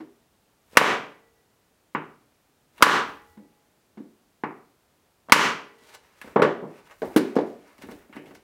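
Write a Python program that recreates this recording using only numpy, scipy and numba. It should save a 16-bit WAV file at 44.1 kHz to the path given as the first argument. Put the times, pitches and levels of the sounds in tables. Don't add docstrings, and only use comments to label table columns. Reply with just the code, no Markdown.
import sys
import numpy as np
from scipy import signal
from scipy.fft import rfft, irfft
from scipy.io import wavfile
from numba import njit

SR = 44100
rng = np.random.default_rng(int(sys.argv[2]) if len(sys.argv) > 2 else 0)


def digitize_waveform(pressure):
    field = np.atleast_2d(pressure).T
    bounded = np.clip(field, -1, 1)
    quanta = np.round(bounded * 32767).astype(np.int16)
    wavfile.write(sys.argv[1], SR, quanta)


def nominal_scale(level):
    x = np.asarray(level, float) / 20
    return 10 ** x


N = 371751
LAG_S = 0.002

# start in seconds, peak in dB before the gain control, contact in ms, pitch factor.
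BLOWS = [
    (0.769, 12, 0.22, 0.96),
    (2.8222, 13, 0.21, 1.027),
    (5.3194, 13.5, 0.21, 0.96),
]
# start in seconds, peak in dB, contact in ms, pitch factor.
REBOUNDS = [
    (.8105, 8, .6, .96),
    (2.8635, 7.5, .6, .94),
    (5.359, 5, .5, .96),
]
# start in seconds, peak in dB, contact in ms, pitch factor.
TAPS = [
    (1.9469, -12, 0.76, 0.92),
    (4.4342, -13, 0.91, 0.78),
]
# frequency in Hz, width in Hz, level in dB.
BLOCK = [(560, 230, -6), (779.2, 67, -16), (1037, 380, -5), (1202, 220, 3.5), (1510, 47, -19),
         (2164, 380, -1.2), (2397, 270, -4.5), (2940, 83, -8.5), (4223, 330, -15.5), (5420, 89, -1),
         (5300, 1000, -17.5), (8000, 490, -20), (11070, 1200, -29)]


def hammer():
    blows = knocks(BLOWS, BLOCK, "block", crack_ms=11.0, rise_ms=3.6, room_db=0.85)
    rebounds = knocks(REBOUNDS, BLOCK, "rebound", crack_ms=4.8, rise_ms=5.5, room_db=-6.5)
    taps = knocks(TAPS, BLOCK, "tap", crack_ms=6.0, rise_ms=1.28, room_db=-1.8)
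    return blows + rebounds + taps


# time to fall 60 dB in seconds, then level in dB after each hard blow.
STEEL = [(1.5, -52, -56, -44), (1.5, -47, -46, -43), (1.5, -57, -43, -50), (1.3, -51, -48, -48),
         (1.3, -50, -52, -47), (.7, -58, -62, -54)]
STEEL_HZ = [409, 458, 834, 1958, 1966, 5297]


def steel():
    out, t = np.zeros(N), np.arange(SR) / SR
    for k, (s, *_) in enumerate(BLOWS):
        i = int((s + LAG_S) * SR)
        for hz, (t60, *db) in zip(STEEL_HZ, STEEL):
            out[i:i + SR] += nominal_scale(db[k]) * np.sin(2 * np.pi * hz * t) * np.exp(-np.log(1000) * t / t60)
    return out


# start in seconds, peak in dB, contact in ms, pitch factor.
CHATTER = [
    (0.729, -39, 0.92, 0.42),
    (.751, -32, .4, 0.45),
    (0.759, -30, 0.25, .5),
    (2.794, -40, .7, 0.34),
    (2.805, -24, 0.5, 0.51),
    (2.814, -23.5, 0.25, .5),
    (5.284, -32.5, 0.4, .5),
    (5.295, -25, 0.25, 0.59),
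    (5.303, -37, 0.73, 0.4),
]


def chatter():
    return knocks(CHATTER, BLOCK, "chatter", crack_ms=4.0, rise_ms=0.6, room_db=-6.5)


# start in seconds, peak in dB, contact in ms, pitch factor.
NUDGES = [
    (0, -33.5, 0.89, 1.2),
    (.012, -37, 1.7, 1.2),
    (3.369, -39, 1, 0.82),
    (3.393, -45, 1.2, 0.79),
    (3.435, -51, 1.6, 1.06),
    (3.970, -33, 1.05, 0.84),
    (3.998, -36.5, 1.8, 1.04),
    (4.037, -49, 1.5, 1.13),
]
# frequency in Hz, width in Hz, level in dB.
LOOSE = [(261, 16, 0.5), (433, 27, -9.5), (630, 22, -11), (806.3, 120, -16.5), (1383, 300, -27),
         (2110, 300, -28)]


def loose_block():
    return knocks(NUDGES, LOOSE, "loose", crack_ms=17.0, rise_ms=1.0, room_db=-0.65)


# start in seconds, peak in dB, contact in ms, pitch factor.
LAID = [
    (6.241, -36, 0.38, 1.09),
    (6.273, -36, 0.31, 1.06),
    (6.3575, -5.5, 0.74, 0.95),
    (6.392, -9.5, 0.7, 1.16),
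    (6.4178, -5, 0.46, 0.95),
    (6.43, -11, 0.7, 1.02),
    (6.444, -15.5, 0.58, 1.07),
    (6.621, -26.5, 1.7, 0.88),
    (6.633, -28, 1.26, 0.95),
    (6.648, -29, 1.25, 0.99),
]
# frequency in Hz, width in Hz, level in dB.
PLANK = [(226, 50, -2.5), (444, 57, 5), (475, 20, -0.5), (690, 125, -4), (970, 70, -3), (1420, 150, -5.5),
         (1710, 60, -9), (2460, 120, -17.5), (2650, 160, -7.5), (3380, 930, -10)]


def hammer_laid():
    return knocks(LAID, PLANK, "plank", crack_ms=5.6, rise_ms=3.0, room_db=0.027)


# start in seconds, peak in dB, contact in ms, pitch factor.
SLAPS = [
    (6.4178, -9, 0.38, 1.06),
    (6.447, -19, 0.52, 1.06),
]


def handle():
    return knocks(SLAPS, BLOCK, "slap", crack_ms=5.5, rise_ms=1.0, room_db=-0.86)


# start in seconds, peak in dB, contact in ms, pitch factor.
DROPPED = [(7.017, -18, 0.47, 1.45), (7.028, -16, 1, 1.43), (7.043, -26, 0.4, 0.88),
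           (7.159, -2.5, 0.86, 1.035), (7.1605, -19.5, 0.11, 1.2), (7.171, -22, 0.13, 2.2),
           (7.204, -19, 0.42, 1.01), (7.353, -25.5, 0.29, 1.57), (7.3625, -5.5, 0.6, 1.13),
           (7.384, -11.5, 0.58, 1.65), (7.409, -28.5, 0.33, 0.78)]
# frequency in Hz, width in Hz, level in dB.
BOARDS = [(243, 31, -6.5), (301.8, 49, 2.5), (404, 143, -1), (616, 54, -16.5), (1114, 170, -12),
          (1480, 330, -12.5), (2280, 460, -23), (3160, 470, -35), (4450, 280, -9)]


def block_dropped():
    return knocks(DROPPED, BOARDS, "boards", crack_ms=8.3, rise_ms=3.5, room_db=-2.9)


# start in seconds, peak in dB, contact in ms, pitch factor.
HANDLED = [(5.818, -50, 0.54, 2.8), (7.786, -43.5, .9, 0.95), (7.834, -33, 0.53, 0.94),
           (7.849, -50, 0.93, 0.84), (7.885, -30, 0.66, 0.82), (7.902, -39, 0.34, 1.04),
           (7.919, -36.5, 0.58, 1.1), (8.093, -41, 0.57, 1), (8.15, -39.5, .9, 0.79),
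           (8.164, -28.5, 0.51, 0.97), (8.238, -40.5, 1, 1.26), (8.265, -40, 0.55, 1.2),
           (8.307, -37, 0.49, 0.93)]
# frequency in Hz, width in Hz, level in dB.
SEAT = [(299, 20, 11), (510, 58, 5.5), (1370, 210, -17), (1540, 600, 8), (2180, 250, 12), (3150, 400, -29),
        (3740, 500, -28)]


def chuck_and_lever():
    return knocks(HANDLED, SEAT, "seat", crack_ms=1.9, rise_ms=2.9, room_db=-0.09)


# start in seconds, peak in dB, contact in ms, pitch factor.
TOUCH = [
    (6.2125, -30, 0.072, 0.98),
]
# start in seconds, peak in dB, contact in ms, pitch factor.
TICKS = [
    (2.778, -47, 0.14, 1.05),
    (5.956, -60, 0.23, 1.35),
    (7.779, -54, 0.097, 1.17),
    (7.82, -47, 0.11, 1.07),
    (7.912, -46.5, 0.12, 1.17),
    (8.125, -42.5, 0.26, 0.85),
    (8.158, -47, 0.12, 0.66),
    (8.257, -51.5, 0.14, 0.95),
    (8.35, -54.5, 0.097, 1.5),
]
# frequency in Hz, width in Hz, level in dB.
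CLAW = [(1040, 32, -8), (1710, 55, -4), (2690, 190, -2), (3170, 240, -10)]


def small_steel():
    touch = knocks(TOUCH, CLAW, "claw", crack_ms=3.5, rise_ms=0.33, room_db=-5.5)
    return touch + knocks(TICKS, CLAW, "tick", crack_ms=4.1, rise_ms=0.52, room_db=3)


# peak time in seconds, swell in s, fade in s, level in dB, low part in dB.
RUBS = [(.745, 0.06, .008, -58.5, 3), (2.778, .05, .012, -64, 7), (5.9, 0.19, 0.033, -57.5, 1),
        (5.952, 0.033, 0.011, -46, 2.5), (6.04, .03, 0.27, -68.5, 6), (6.19, .05, 0.012, -66, -3),
        (6.27, 0.09, 0.15, -62.5, 11), (6.79, 0.19, .05, -63, 9.5), (6.875, 0.051, 0.0095, -62, 5.5),
        (6.916, 0.032, 0.034, -58, 12), (7.06, 0.018, 0.14, -61, 8), (7.145, 0.026, 0.014, -61, 9),
        (7.27, 0.083, 0.21, -59, 9), (7.47, .05, 0.25, -65.5, 2), (7.68, 0.1, 0.18, -67.5, 10),
        (7.824, 0.016, .015, -52, 7), (7.915, .03, 0.019, -65.5, .4), (8.0, 0.087, 0.14, -77.5, 16.5),
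        (8.167, .05, 0.019, -63, 9), (8.277, 0.04, 0.08, -65, 6.5), (8.351, 0.0054, 0.017, -51.5, 1.5)]


def rubbing():
    rub = np.zeros((2, N))
    for s, swell_s, fade_s, db, low_db in RUBS:
        rub += gesture(s, swell_s, fade_s) * nominal_scale(np.array([[db], [db + low_db]]))
    high = colour(grains(), [(1500, -34.5), (2800, 5.5), (6000, -0.5), (11000, -5.5), (16000, -8.5)])
    low = colour(grains(), [(200, -21.0), (450, -1), (1500, -2), (2600, -6.0), (4000, -34.5)])
    return rub[0] * high + rub[1] * low


# peak time in seconds, level in dB.
PUSHES = [(0.748, -56), (2.8, -58.5), (3.1, -57), (3.3, -62.5), (5.95, -74), (6.27, -56), (6.9, -68),
          (7.05, -51), (7.14, -66), (7.55, -72), (7.83, -58.5), (7.915, -55.5), (8.0, -77), (8.171, -64),
          (8.3, -63)]


def frame():
    push = sum(nominal_scale(db) * gesture(s, swell_s=0.12, fade_s=0.21) for s, db in PUSHES)
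    return push * colour(grains(), [(15, -23.0), (30, 4), (90, -3), (160, -30)])


def grains():
    spread_db = 4
    return rng.standard_normal(N) * nominal_scale(spread_db * np.minimum(rng.exponential(size=N), 6))


def gesture(s, swell_s, fade_s):
    t = np.arange(N) / SR - s
    return nominal_scale(20 * np.minimum(t / max(swell_s, 0.002), -t / max(fade_s, 0.002)))


# crack in dB at a 0.5 ms contact, thump of the support in dB at a -21 dB knock, crack sent round
# the room in dB.
VOICING = dict(block=(-22, -5, -0.2), tap=(-16.5, -10.5, -9), rebound=(-28, -20, -6.5),
           chatter=(-24, -14, -5.5), slap=(-23, -12, -1), loose=(-12.5, -3, 3), plank=(-23.5, -4.5, -7.5),
           claw=(-36.5, -12.5, 4), boards=(-22.5, -21, -2), seat=(-15, -7.5, -2), tick=(-20, -22.5, -4.5))
# frequency in Hz, width in Hz, level in dB.
THUMP = [(155.4, 5.2, -6.5), (266, 79, -2), (350, 94, 4.5), (541, 96, 0)]
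# frequency in Hz, level in dB.
CRACK = [(300, -20.5), (1000, 7.5), (2500, -2), (5500, -8.5), (8000, -12.5), (11000, -7), (16000, -16.5)]


def knocks(table, modes, voicing, crack_ms, rise_ms, room_db):
    out, t = np.zeros((2, N + SR)), np.arange(SR // 4) / SR
    base_crack_db, base_thump_db, room_crack_db = VOICING[voicing]
    for s, db, contact_ms, pitch in table:
        crack_db = base_crack_db - 10.5 * np.log2(max(contact_ms, 0.02) / 0.5)
        thump_db = base_thump_db - 0.41 * (db + 21)
        body = ring(modes, t * pitch) * (1 - np.exp(-t * 1000 / max(rise_ms, 0.05)))
        body = body + nominal_scale(thump_db) * ring(THUMP, t) * (1 - np.exp(-t / 0.0056))
        crack = colour(rng.standard_normal(len(t)), CRACK) * np.exp(-t * 1000 / crack_ms)
        body = nominal_scale(db) * pushed(body, contact_ms)
        crack = nominal_scale(db + crack_db + 5.0) * pushed(crack, 0.27 * contact_ms)
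        i = int((s + LAG_S) * SR)
        out[0, i:i + len(t)] += body + crack
        out[1, i:i + len(t)] += nominal_scale(room_db) * all_round(body + nominal_scale(room_crack_db) * crack)
    return out[:, :N]


def ring(modes, t, scatter_db=3.58):
    hz, width, db = np.transpose(modes)[:, :, None]
    luck = rng.standard_normal(hz.shape)
    level = nominal_scale(db + scatter_db * luck) * width
    y = np.sum(level * np.exp(-np.pi * width * t) * np.sin(2 * np.pi * hz * t), axis=0)
    return y / np.max(np.abs(y))


def pushed(x, contact_ms):
    u = np.arange(300) * 1000 / SR / max(contact_ms, 0.02)
    y = signal.fftconvolve(x, u ** 3 * np.exp(-8 * u))[:len(x)]
    return y / np.max(np.abs(y))


def all_round(x, blur=0.3):
    total = np.cumsum(np.abs(rfft(x)) ** 2)
    k = np.arange(len(total))
    lo = (k * (1 - blur)).astype(int)
    hi = np.minimum(k * (1 + blur) + 1, k[-1]).astype(int)
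    cep = irfft(np.log((total[hi] - total[lo]) / (hi - lo) + 1e-12) / 2, len(x))
    half = len(x) // 2
    cep = np.r_[cep[0], 2 * cep[1:half], np.zeros(len(x) - half)]
    return irfft(np.exp(rfft(cep)), len(x))


def colour(x, points):
    hz, db = np.transpose(points)
    f = np.maximum(np.fft.rfftfreq(len(x), 1 / SR), 1)
    y = irfft(rfft(x) * nominal_scale(np.interp(np.log(f), np.log(hz), db)), len(x))
    return y / np.std(y)


# frequency in Hz, time to fall 60 dB in seconds, level in dB.
ROOM = [(60, 1, -14.5), (112, 0.59, -8.5), (293, 0.5, -2), (1240, 0.43, 0), (2740, 0.42, 0),
        (6000, 0.37, 0), (10000, 0.28, -3.5), (15000, 0.27, -8.5)]


def workshop(x):
    t, echo = np.arange(SR) / SR, 0
    at, t60s, dbs = np.transpose(ROOM)
    for hz in 45 * 2 ** np.arange(0, 8.6, 1 / 3):
        t60 = np.interp(np.log(hz), np.log(at), t60s)
        db = np.interp(np.log(hz), np.log(at), dbs)
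        shape = [(hz / 1.4, -40), (hz / 1.12, -3), (hz, 0), (hz * 1.12, -3), (hz * 1.4, -40)]
        band = colour(rng.standard_normal(SR), shape)
        echo = echo + nominal_scale(db) * np.sqrt(hz) * band * np.exp(-np.log(1000) * t / t60)
    echo = echo * (1 - np.exp(-np.maximum(t - 0.003, 0) / 0.00037))
    echo = echo * (1 + nominal_scale(4.0) * np.exp(-t / 0.014))
    return signal.fftconvolve(x, echo / 5e3)[:N]


# frequency in Hz, level in dB per Hz.
HISS = [(20, 20), (45, 8), (90, 2), (250, 0), (600, -3), (2000, -11.5), (5000, -16), (16000, -20)]


def hiss():
    return nominal_scale(-60.6) * colour(rng.standard_normal(N), HISS)


def highpass(x, order, hz):
    return signal.sosfilt(signal.butter(order, hz, "high", fs=SR, output="sos"), x)


def scene():
    near = hammer() + chatter() + loose_block() + hammer_laid() + handle()
    near = near + block_dropped() + chuck_and_lever() + small_steel()
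    near[0] += steel()
    near = near + nominal_scale(np.array([[-0.7], [-6.5]])) * rubbing()
    direct = highpass(near[0], 4, 130.0)
    echo = highpass(workshop(near[1]), 4, 115.0)
    return (direct + nominal_scale(-7.5) * echo + frame() + hiss())[None]


@njit
def gain_control(x, top, attack, hold, release):
    y, e, wait, g = np.empty(len(x)), top, 0., 1.
    for i in range(len(x)):
        if abs(x[i]) > e:
            e, wait = abs(x[i]), hold
        elif wait > 0:
            wait -= 1
        else:
            e = max(top, e * release)
        g += (top / e - g) * attack
        y[i] = x[i] * g
    return y


def roll_off(x):
    return signal.sosfilt(signal.butter(12, 16260, fs=SR, output="sos"), x)


def record(dry):
    x = highpass(dry[0], 2, 40.0)
    x = signal.sosfilt(signal.ellip(6, 0.2, 50, 15700, fs=SR, output="sos"), x)
    attack_ms, hold_ms, release_db_s = 2.5, 22.0, 160.0
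    x = gain_control(x, nominal_scale(-2.5), 1000 / (attack_ms * SR), hold_ms * SR / 1000, nominal_scale(-release_db_s / SR))
    x = highpass(np.clip(x, -1.1, 1.1), 2, 70.0)
    return roll_off(np.clip(x, -1, 1)[None])


dry = scene()
out = record(dry)
digitize_waveform(out)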